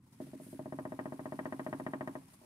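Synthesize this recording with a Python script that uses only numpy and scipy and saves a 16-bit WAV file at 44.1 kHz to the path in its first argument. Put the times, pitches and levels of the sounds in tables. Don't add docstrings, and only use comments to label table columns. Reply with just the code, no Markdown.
import sys
import numpy as np
from scipy import signal
from scipy.fft import rfft, irfft
from scipy.io import wavfile

SR = 44100
rng = np.random.default_rng(int(sys.argv[2]) if len(sys.argv) > 2 else 0)


def generate_wav(signal):
    frames = np.transpose(np.atleast_2d(signal))
    scaled = np.clip(frames, -1, 1) * 32767
    pcm = np.round(scaled).astype(np.int16)
    wavfile.write(sys.argv[1], SR, pcm)


N = 108045

# start in seconds, relative strength in dB, contact time in ms.
FOOT_TAPS = [(0.202, 0, 1.8), (0.2685, -12.5, 1.9), (0.3332, -3.5, 2.09), (0.3994, -8, 1.74),
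             (0.4652, -11, 2.3), (0.5289, -3.5, 2.08), (0.5928, -1.5, 1.31), (0.6579, -3, 1.24),
             (0.7238, -0.2, 1.13), (0.7875, -0.5, 0.93), (0.8527, -1, 0.97), (0.9211, -2, 1.04),
             (0.9907, 1, 0.78), (1.0563, -0.5, 0.95), (1.1224, -2, 1.06), (1.1934, -2.5, 1),
             (1.2563, -1, 0.9), (1.322, -0.2, 1), (1.3906, 0.5, 0.74), (1.4554, 0.4, 0.78),
             (1.524, 0.3, 0.8), (1.5949, 0, 0.81), (1.6643, 0, 0.83), (1.728, 2, 0.76), (1.7985, -1, 0.93),
             (1.8649, 1.5, 0.73), (1.935, 1.4, 0.76), (2.0088, 0.5, 0.76), (2.0749, -0.5, 0.78),
             (2.1533, -2, 0.89)]


def undb(db):
    return 10 ** (np.asarray(db) / 20)


def unit(x):
    return x / np.sqrt(np.mean(x ** 2))


def sides(db):
    return undb(np.array([[db], [-db]]) / 2)


def shape(x, points):
    hz, db = np.array(points).T
    freqs = np.maximum(np.fft.rfftfreq(N, 1 / SR), 1)
    return irfft(rfft(x) * undb(np.interp(np.log(freqs), np.log(hz), db)), N)


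def band_noise(samples, low_hz, high_hz):
    bandpass = signal.butter(3, [low_hz, high_hz], "band", fs=SR, output="sos")
    return unit(signal.sosfilt(bandpass, rng.standard_normal((2, samples))))


def fade(t, t60):
    return np.exp(-np.log(1000) * t / t60)


def swells(rows):
    t = np.arange(N) / SR
    return sum(undb(db) * np.exp(-((t - peak) / width) ** 2) for peak, width, db in rows)


def add(out, x, start):
    i = max(int(start * SR), 0)
    out[:, i:i + x.shape[1]] += x[:, :max(N - i, 0)]


def room_tone(level_db=-63.5, side_db=-22.5):
    # frequency in Hz, relative level in dB.
    colour = [(20, -22), (45, -5.5), (80, -5), (118, 6), (160, 0), (260, -0.5), (420, -19), (650, -35),
              (1000, -19.5), (2000, -50), (5000, -60.5)]
    mid, side = unit(shape(rng.standard_normal((2, N)), colour))
    return undb(level_db) * (mid + undb(side_db) * side * np.array([[1], [-1]]))


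def crackling_noise(colour, crackle_db, snaps_per_s=350, spread_db=3):
    hiss = rng.standard_normal((2, N))
    snaps = (rng.random(N) < snaps_per_s / SR) * undb(spread_db * rng.standard_normal(N))
    crackle = unit(snaps * rng.standard_normal((2, N)))
    return unit(shape(hiss + undb(crackle_db) * crackle, colour))


def rustle(gain_db=1.5, stroke_db=3, grain_db=1.71, grains_per_s=470):
    # time in seconds, base level in dB.
    ride = [(0, -87), (.04, -78), (.12, -75), (.13, -71.5), (.19, -75), (.22, -67.5), (.3, -71),
            (.39, -71.5), (.52, -69.5), (.61, -72.5), (1.7, -69), (2.04, -72), (2.12, -69.5), (2.27, -69),
            (2.335, -65.5), (2.38, -71), (2.45, -68)]
    # frequency in Hz, relative level in dB.
    colour = [(2000, -3), (3500, -9), (5000, -9), (7000, -10.5), (8500, -6.5), (9600, -3.5), (12000, -9),
              (14000, -14), (15500, -18.5)]
    # frequency in Hz, left minus right in dB.
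    pan = [(3000, 2.5), (6000, 0), (9000, 4), (12000, -2), (15000, -1)]
    t = np.arange(N) / SR
    left, right = crackling_noise(colour, crackle_db=-15.5)
    left = shape(left, [(hz, db / 2) for hz, db in pan])
    right = shape(right, [(hz, -db / 2) for hz, db in pan])
    lag_s, half_width_s = 0.0037, 0.049
    strokes = swells((start + lag_s, half_width_s, 0) for start, _, _ in FOOT_TAPS)
    grain = np.interp(t * grains_per_s, np.arange(N), rng.standard_normal(N))
    base_db = np.interp(t, *np.array(ride).T)
    return np.array([left, right]) * undb(gain_db + base_db + stroke_db * strokes + grain_db * grain)


def ring(t, modes, rise_s=0.00037):
    attack = 1 - np.exp(-t / rise_s)
    return np.array([-undb(db) * sides(pan_db) * np.cos(2 * np.pi * hz * t) * fade(t, t60) * attack
                     for hz, db, t60, pan_db in modes])


def tub(t, scatter_db=0.91, boom_delay_s=0.01978):
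    # frequency in Hz, relative level in dB, t60 in seconds, left minus right in dB.
    floor_modes = [(225, -19.5, 0.0073, 2.1), (829, -17.5, 0.0028, 14), (2696, -22, 0.0042, -1.5)]
    wall_modes = [(140.14, -54.5, 0.72, -1), (241.4, -46, 0.15, -4.5), (345, -48, 0.11, 5.5),
                  (515.5, -46, 0.086, 10.5), (616.4, -34.5, 0.064, 1.2), (763.6, -51.5, 0.096, 6),
                  (886.3, -52, 0.11, 9.5), (1006.4, -49, 0.1, -10), (1097, -62, 0.26, -7),
                  (1220, -47, 0.058, 10), (1330, -34.5, 0.014, -6), (1500, -35.5, 0.019, 5.5),
                  (1620, -53, 0.099, 16.5), (1841, -31, 0.039, 5.5)]
    boom_modes = [(269.6, -36.5, 0.093, -0.9)]
    snap = ring(t, floor_modes)
    scatter = undb(scatter_db * rng.standard_normal(len(wall_modes)))
    knock = ring(t, wall_modes) * scatter[:, None, None]
    boom = ring(np.maximum(t - boom_delay_s, 0), boom_modes, rise_s=0.0001)
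    return snap.sum(0) + knock.sum(0) + boom.sum(0)


def reverb_tails(t, count, rise_s=0.044):
    # low and high edge in Hz, relative level in dB, t60 in seconds, stereo width from 0 to 1.
    bands = [(103.6, 189, -51.5, 0.51, 0.25), (189, 400, -51.5, 0.34, 0.14), (562, 1180, -50, 0.26, 1),
             (1580, 3100, -48.5, 0.23, 1)]
    tails = 0
    for low_hz, high_hz, db, t60, width in bands:
        mid, side = band_noise(count * len(t), low_hz, high_hz).reshape(2, count, 1, len(t))
        wash = (mid + width * side * np.array([[1], [-1]])) / np.hypot(1, width)
        tails = tails + undb(db) * fade(t, t60) * wash
    return tails * (1 - np.exp(-t / rise_s))


def footfalls(blows, radiation_hz=113.4, left_lag_s=0.00017):
    t = np.arange(SR // 4) / SR
    high_modes = undb(-38) * sides(-0.5) * band_noise(len(t), low_hz=1410, high_hz=3770)
    crack = high_modes * fade(t, t60=0.066) * (1 - np.exp(-t / 0.00018))
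    out = np.zeros((2, N))
    for (start, db, contact_ms), tail in zip(blows, reverb_tails(t, len(blows))):
        lowpass = signal.butter(3, 1000 / contact_ms, fs=SR)
        add(out, undb(db) * signal.lfilter(*lowpass, tub(t) + crack + tail), start)
    left, right = signal.sosfilt(signal.butter(3, radiation_hz, "high", fs=SR, output="sos"), out)
    n = np.arange(N)
    return np.array([np.interp(n - left_lag_s * SR, n, left), right])


def soft_steps(gain_db=2):
    # start in seconds, relative strength in dB, contact time in ms.
    steps = [(.042, -22.5, 6.1), (.066, -37, 1.8), (.124, -16, 4.6), (.243, -30.5, 7.3), (.432, -16, 8.9),
             (.484, -15, 3.7), (1.688, -7, 1.85), (2.262, -26, 3.1), (2.325, -27, 2.05), (2.415, -22, 1.56),
             (2.436, -14.5, 2.5)]
    return undb(gain_db) * footfalls(steps)


def paper_brushes():
    # peak time in seconds, half-width in seconds, level in dB.
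    sweeps = [(0.077, 0.014, -71.5), (0.138, 0.015, -67.5), (2.287, 0.0084, -65.5), (2.343, 0.0082, -62),
              (2.436, 0.044, -67.5)]
    # frequency in Hz, relative level in dB.
    colour = [(200, -38), (600, -6), (1000, 9), (1600, -31), (2800, -20), (5000, -10), (15000, -15)]
    return swells(sweeps) * unit(shape(rng.standard_normal((2, N)), colour))


def claw_ticks(pan_db=4):
    # start in seconds, level in dB.
    ticks = [(0.1277, -68), (0.782, -70), (1.644, -62.5), (1.8, -67), (2.075, -58)]
    t = np.arange(SR // 20) / SR
    out = np.zeros((2, N))
    for start, db in ticks:
        tick = band_noise(len(t), low_hz=3000, high_hz=14400) * fade(t, t60=0.042)
        add(out, undb(db) * sides(pan_db) * tick, start)
    return out


def foot_drumming(gain_db=1.5):
    return undb(gain_db) * footfalls(FOOT_TAPS)


def fur_scrapes():
    # peak time in seconds, half-width in seconds, level in dB.
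    swishes = [(0.437, 0.029, -64), (0.513, 0.063, -63.5), (0.835, 0.0065, -67), (1.246, 0.0098, -69),
               (2.34, 0.024, -67.5)]
    # frequency in Hz, relative level in dB.
    colour = [(3000, -28), (7000, -7.5), (9500, 5.5), (12000, 0), (15500, -12)]
    return swells(swishes) * crackling_noise(colour, crackle_db=-22)


def scene():
    feet = foot_drumming() + soft_steps()
    return feet + rustle() + fur_scrapes() + claw_ticks() + paper_brushes() + room_tone()


def record(dry, low_hz=45, top_hz=15650):
    thin = signal.sosfilt(signal.butter(2, low_hz, "high", fs=SR, output="sos"), dry)
    return signal.sosfilt(signal.ellip(12, .2, 70, top_hz, fs=SR, output="sos"), thin)


dry = scene()
out = record(dry)
generate_wav(out)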